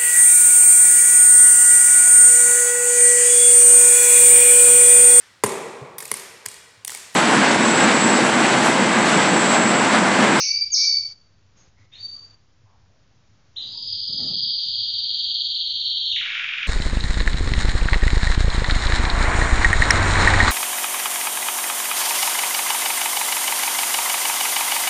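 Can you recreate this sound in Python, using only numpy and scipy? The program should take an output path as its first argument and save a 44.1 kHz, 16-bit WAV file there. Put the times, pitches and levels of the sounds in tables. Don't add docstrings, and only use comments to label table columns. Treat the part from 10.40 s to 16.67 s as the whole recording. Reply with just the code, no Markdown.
import sys
import numpy as np
from scipy import signal
from scipy.fft import rfft, irfft
from scipy.io import wavfile
from scipy.ndimage import uniform_filter1d, minimum_filter1d

SR = 44100
rng = np.random.default_rng(int(sys.argv[2]) if len(sys.argv) > 2 else 0)


def wrap_up_sound(samples):
    columns = np.atleast_2d(samples).T
    tamed = np.clip(columns, -1, 1)
    steps = np.round(tamed * 32767).astype(np.int16)
    wavfile.write(sys.argv[1], SR, steps)


def decibels_to_gain(level_db):
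    exponent = np.asarray(level_db, float) / 20
    return 10 ** exponent


N = 276507
LEAD_S = .1


def colour(x, points):
    hz, db = np.transpose(points)
    f = np.maximum(np.fft.rfftfreq(len(x), 1 / SR), 1)
    return irfft(rfft(x) * decibels_to_gain(np.interp(np.log(f), np.log(hz), db)), len(x))


def band(lo_hz, hi_hz, order=2):
    sos = signal.butter(order, [lo_hz, hi_hz], "band", fs=SR, output="sos")
    x = signal.sosfilt(sos, rng.standard_normal(N))
    return x / x.std()


def walk(rate, size):
    k = int(SR / rate)
    steps = np.repeat(rng.standard_normal(size // k + 1), k)
    return 1.3 * uniform_filter1d(uniform_filter1d(steps, k), k)[:size]


def calls():
    # swoop_peak_s [s], swoop_db [dB], whistle_db [dB], whistle_sag_db [dB], whistle_end_hz [Hz]
    call_list = [
        (.003, -16.5, -25, 0, 4676),
        (.344, -13.5, -19, -9.5, 4539),
    ]
    # after_peak_s [s], pitch_hz [Hz], level_db [dB]
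    swoop = [
        (-.028, 6830, -27.5),
        (-.02, 6550, -14.5),
        (-.009, 6250, -10),
        (-.004, 5930, -2),
        (.003, 5130, -1.5),
        (.0055, 4650, -2),
        (.0095, 4257, -3.5),
        (.012, 3200, -25.5),
    ]
    # start_s [s], pitch_hz [Hz], level_db [dB]
    rising = [
        (1.512, 3237, -68),
        (1.522, 3630, -53),
        (1.543, 3761, -53),
        (1.554, 4150, -51),
        (1.578, 4293, -44),
        (1.595, 4577, -49),
        (1.64, 4597, -40),
        (1.714, 4652, -44),
        (1.749, 4384, -59.5),
    ]
    # start_s [s], pitch_hz [Hz], level_db [dB]
    chirp = [
        (3.160, 2810, -44.5),
        (3.165, 3585, -34.5),
        (3.172, 4115, -29),
        (3.184, 3850, -31.5),
        (3.197, 2730, -47.5),
    ]
    whistle_after_s, whistle_s, whistle_hz = .029, .188, 4572
    onset_s, swell_s, release_s, onset_db = .03, .033, .03, -4.5
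    under_onset_db, under_held_db, under_loss = -9, -20, 0.72
    side_hz, side_db = 430, -18.5
    for s, swoop_db, db, sag_db, end_hz in call_list:
        yield [(s + dt, hz, swoop_db + rel_db, -60) for dt, hz, rel_db in swoop]
        start = s + whistle_after_s
        end = start + whistle_s
        onset = start + onset_s
        loss_db = under_loss * (db + 22)
        held_db = under_held_db - loss_db
        whistle = [(start, whistle_hz - 40, db - 21.5, 3),
                   (onset, whistle_hz, db + onset_db, under_onset_db - loss_db),
                   (onset + swell_s, whistle_hz + 12, db, held_db),
                   (end - release_s, end_hz, db + sag_db, held_db),
                   (end, end_hz, db + sag_db - 20, under_held_db)]
        yield whistle
        yield [(t, hz + side_hz, level_db + side_db, -60) for t, hz, level_db, _ in whistle]
    yield [(s, hz, db, -14.5 - 26.5 * max(hz - 3600, 0) / 1000) for s, hz, db in rising]
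    yield [(s, hz, db, -39.5) for s, hz, db in chirp]


def high_trill(count=8):
    # start_s [s], level_db [dB]
    pace = [
        (3.217, -39),
        (3.623, -25.5),
        (4.025, -24),
        (4.428, -25),
        (4.837, -24),
        (5.245, -25.5),
        (5.653, -25),
    ]
    when, db = np.transpose(pace)
    at = np.arange((len(when) - 1) * count + 1) / count
    s = np.interp(at, np.arange(len(when)), when)
    age = s - s[0]
    cold = np.exp(-age / .092)
    top_hz = 5285 - 275 * age - 324 * cold
    bottom_hz = 2825.5 + 19 * age
    length_s = .0275 + 0 * s
    level_db = np.interp(s, when, db) + 4 * (age < when[1] - s[0]) * np.sin(np.pi * at)
    lean_db = -13.5 + 6.5 * age + 4 * cold
    return np.transpose([s, top_hz, bottom_hz, length_s, level_db, lean_db])


def low_trill(count=10):
    start_s, period_s, length_s, level_db = 5.8052, .04685, .012, -26
    top_hz, bottom_hz, settle_hz, settle_s = 4004, 1390, 231, .046
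    age = period_s * np.arange(count)
    return [(start_s + a, top_hz + settle_hz * np.exp(-a / settle_s), bottom_hz, length_s, level_db, 0)
            for a in age]


def add(out, rows, unsteady, octave_db):
    s, hz, db, under_db = np.transpose(rows)
    i = np.arange(int((s[0] + LEAD_S) * SR), min(int((s[-1] + LEAD_S) * SR), len(out)))
    t = i / SR - LEAD_S
    pitch = uniform_filter1d(np.interp(t, s, hz), size=60, mode="nearest") * (1 + unsteady[0, i])
    phase = 2 * np.pi * (np.cumsum(pitch) / SR + rng.random())
    octave_below = decibels_to_gain(np.interp(t, s, under_db)) * np.sin(phase / 2)
    tone = np.sin(phase) + octave_below + decibels_to_gain(octave_db) * np.sin(2 * phase)
    fade = np.clip(np.minimum(t - s[0], s[-1] - t) / .001, 0, 1)
    out[i] += np.sqrt(2) * decibels_to_gain(np.interp(t, s, db) + unsteady[1, i]) * fade * tone


def canary():
    # length_share [0-1], fall_share [0-1], level_db [dB]
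    high_shape = [
        (0, 0.059, -28),
        (0.089, 0.073, -9),
        (0.25, .085, -5.5),
        (.36, .21, 2.5),
        (.46, .38, 1),
        (0.659, .75, -3.5),
        (0.858, 0.84, -4),
        (0.999, 1.046, -19.5),
    ]
    low_shape = [
        (0, 0.0088, -26),
        (0.098, 0.11, -3.5),
        (.25, .42, -1),
        (.33, .51, 1),
        (0.509, .72, 4),
        (0.618, .9, -6.5),
        (0.898, 0.98, -5),
        (1.001, 0.97, -11),
    ]
    # start_s [s], top_hz [Hz], bottom_hz [Hz], length_s [s], level_db [dB]
    slide = [
        (5.705, 4132, 2628, 0.025, -22),
        (5.753, 3668, 1575, 0.016, -25.5),
    ]
    out = np.zeros(N + int(LEAD_S * SR))
    unsteady = np.array([.005 * walk(90, size=len(out)), 4.9 * walk(70, size=len(out))])
    for rows in calls():
        add(out, rows, unsteady, octave_db=-38.5)
    trills = [(high_trill(), high_shape, -40),
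              ([row + (0,) for row in slide], high_shape, -25),
              (low_trill(), low_shape, -24)]
    for trill, shape, octave_db in trills:
        when, fall, db = np.transpose(shape)
        chance = rng.standard_normal((len(trill), 4))
        for (s, top, bottom, length, level_db, lean_db), c in zip(trill, chance):
            hz = (top - fall * (top - bottom)) * (1 + 0.0033 * c[0])
            times = s + .0004 * c[1] + when * length * (1 + .03 * c[2])
            loudness_db = db + level_db + lean_db * fall + 0.59 * c[3]
            rows = np.transpose([times, hz, loudness_db, 0 * hz - 60])
            add(out, rows, 0.15 * unsteady, octave_db=octave_db)
    return decibels_to_gain(5.5) * out


def room(x):
    # delay_s [s], level_db [dB]
    echoes = [
        (.0022, -13),
        (.0036, -11.5),
        (.0095, -8),
        (.0200, -10.5),
        (0.0248, -13),
    ]
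    t60_s, treble_t60_s, build_s, tail_db = .59, 1.3, .022, 4.5
    t = np.arange(int(1.2 * SR)) / SR
    density = np.clip((t / .07) ** 2, .006, 1)
    grains = rng.standard_normal(len(t)) * (rng.random(len(t)) < density) / np.sqrt(density)
    tail = grains * decibels_to_gain(-60 * t / t60_s) * (1 - np.exp(-t / build_s))
    treble = signal.sosfiltfilt(signal.butter(2, 5100, "high", fs=SR, output="sos"), tail)
    tail = tail - treble * (1 - decibels_to_gain(-60 * t / treble_t60_s))
    response = decibels_to_gain(tail_db) * tail / np.sqrt(np.sum(tail ** 2))
    response[0] += 1
    for s, db in echoes:
        response[int(s * SR)] += decibels_to_gain(db)
    return signal.fftconvolve(x, response / np.sqrt(np.sum(response ** 2)))[:len(x)]


def wind():
    # start_s [s], hold_s [s], rumble_db [dB], rustle_above_rumble_db [dB]
    gusts = [
        (3.193, 0.44, -63, -6),
        (3.699, 0.055, -48, -13.5),
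        (3.80, 0.14, -41.5, -13.5),
        (3.994, 0.11, -55, -12),
        (4.264, .03, -59, -35),
    ]
    attack_s, release_db_per_s = .021, 230.5
    t = np.arange(N) / SR
    rumble, rustle = band(110, 260), decibels_to_gain(0.96) * band(470, 870, order=1)
    out = 0
    for s, hold, db, rustle_db in gusts:
        rise = np.clip((t - s) / attack_s + 1, 0, 1) ** 2
        push = rise * decibels_to_gain(db - release_db_per_s * np.maximum(t - s - hold, 0))
        out = out + push * (rumble + decibels_to_gain(rustle_db) * rustle)
    return decibels_to_gain(0.9 * walk(40, size=N)) * out


def hum():
    # peak_s [s], length_s [s], level_db [dB]
    swells = [(.17, 0.084, -63.5), (0.623, .06, -60.5), (.98, .2, -61.5), (1.407, 0.022, -59),
              (1.62, 0.055, -56), (1.845, .06, -57.5), (2.25, 0.21, -56.5), (2.95, .2, -66.5),
              (3.25, 0.044, -54.5), (3.544, 0.12, -49), (3.864, 0.12, -57.5), (4.34, 0.24, -57.5),
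              (5.375, 0.037, -66.5), (5.618, 0.085, -61.5)]
    steady_db, rise_s = -72.5, .05
    t = np.arange(N) / SR
    pitch_hz = 99 + 3.5 * walk(4.6, size=N)
    level = decibels_to_gain(steady_db)
    for s, length, db in swells:
        decay = np.where(t < s, ((s - t) / rise_s) ** 2, (t - s) / (2 * length))
        level = level + decibels_to_gain(db) * np.exp(-decay)
    tone = .9 * np.sin(2 * np.pi * np.cumsum(pitch_hz) / SR)
    return decibels_to_gain(-2.5) * level * (tone + 0.81 * band(86, 114))


def room_hiss():
    # pitch_hz [Hz], level_db [dB per Hz]
    hiss_colour = [(15, 7), (40, 14), (70, 14), (140, 13), (200, 6), (350, 0), (700, -3.5), (1400, -4.5),
                   (2800, -9), (4100, -8.5), (5600, -8), (7300, -14)]
    hiss = colour(rng.standard_normal(N), hiss_colour)
    upper = signal.sosfilt(signal.butter(4, 300, "high", fs=SR, output="sos"), hiss)
    return hiss * decibels_to_gain(-66 + 1.1 * walk(3.8, size=N)) / upper.std()


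def outside():
    starts = [-.06, 1.165, 1.165, 1.365, 1.515, 1.74, 2.25, 2.48, 3.33]
    # length_s [s], centre_hz [Hz], width_hz [Hz], level_db [dB]
    far_sounds = [
        (0.12, 2550, 460, -42.5),
        (0.065, 6500, 390, -65.5),
        (0.059, 5300, 2100, -71),
        (0.077, 2070, 240, -70),
        (0.064, 2650, 1200, -59),
        (0.059, 1150, 220, -68.5),
        (0.11, 900, 400, -68.5),
        (0.078, 590, 180, -73),
        (0.067, 950, 64, -65.5),
    ]
    out, t = 0, np.arange(N) / SR
    for s, (length, hz, width, db) in zip(starts, far_sounds):
        u = np.clip((t - s) / length, 0, 20)
        out = out + decibels_to_gain(db) * 4.7 * u * 2 * np.exp(-2 * u) * band(hz - width / 2, hz + width / 2)
    return out


def phone_grit(bird):
    top_db = -46 + walk(14, size=N)
    grit = decibels_to_gain(-49.5) * band(2600, 4100, order=3) + decibels_to_gain(top_db) * band(5600, 7300)
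    return grit * (uniform_filter1d(bird ** 2, int(.07 * SR)) + 1e-12) ** 0.22


def scene():
    # pitch_hz [Hz], level_db [dB]
    mic = [
        (1000, -2.5),
        (2000, -2.5),
        (3000, 0.5),
        (4500, 0.78),
        (5500, 3.5),
        (6500, -4),
        (7200, -11.5),
    ]
    # from_s [s], to_s [s]
    open_spans = [
        (0, .733),
        (1.16, 1.29),
        (1.38, 1.46),
        (1.525, 1.953),
        (3.16, 6.3),
    ]
    notch_hz, notch_width_hz = 4000, 55
    bird = room(colour(canary(), mic))[-N:]
    bird = signal.lfilter(*signal.iirnotch(notch_hz, notch_hz / notch_width_hz, SR), bird)
    hiss = room_hiss()
    t = np.arange(N) / SR
    gate = sum(1. * ((t > a) & (t < b)) for a, b in open_spans)
    is_open = uniform_filter1d(gate, int(0.014 * SR), mode="nearest")
    lows = signal.sosfiltfilt(signal.butter(2, 200, fs=SR, output="sos"), hiss)
    ducked = (bird + phone_grit(bird)) * decibels_to_gain(-13 * (1 - is_open))
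    lifted = (hiss - lows) * decibels_to_gain(4.7 * is_open)
    return (ducked + lifted + lows + hum() + wind() + outside())[None]


def drop_weak_bands(x):
    # from_s [s], to_s [s], change_db [dB]
    spells = [
        (.05, .62, 3),
        (1.45, 2.0, -4.5),
        (3.0, 3.31, -8.2),
        (3.34, 4.38, 5),
        (4.45, 4.78, -6),
    ]
    bar_db, ease_s, wider_db, patchy_db = -43, .041, -0.1336, 2
    f, t, z = signal.stft(x, SR, nperseg=2048, boundary="even")
    power = uniform_filter1d(np.abs(z) ** 2, size=3, axis=1)
    low_edges_hz = 700 * (1.147 ** np.r_[.85, 1.6, 2.3, 3:11] - 1)
    edges = np.searchsorted(f, np.r_[low_edges_hz, 2450:9000:345])

    def ease(s):
        return np.clip((t - s) / ease_s + .5, 0, 1)

    moment_db = bar_db + sum(db * (ease(a) - ease(b)) for a, b, db in spells)
    bar = decibels_to_gain(2 * moment_db) * power.sum(0)
    at = np.minimum((t * SR).astype(int), N - 1)
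    for k, (lo, hi) in enumerate(zip(edges[:-1], edges[1:])):
        shift_db = wider_db * min(k, 11) + patchy_db * walk(7, size=N)[at]
        z[lo:hi] *= power[lo:hi].sum(0) > bar * decibels_to_gain(2 * shift_db)
    return signal.istft(z, SR, nperseg=2048)[1][:N]


def band_limit(x):
    return signal.sosfilt(signal.butter(12, 7370, fs=SR, output="sos"), x)


def record(dry):
    limit_db, top_hz = -9.5, 7150
    span = int(.004 * SR)
    gain = minimum_filter1d(np.minimum(1, decibels_to_gain(limit_db) / (np.abs(dry[0]) + 1e-9)), span)
    limited = dry[0] * uniform_filter1d(gain, span)
    cut = signal.sosfilt(signal.ellip(8, .2, 50, top_hz, fs=SR, output="sos"), limited)
    mix = drop_weak_bands(cut)[None] - .0011
    return band_limit(mix)


dry = scene()
out = record(dry)
wrap_up_sound(out)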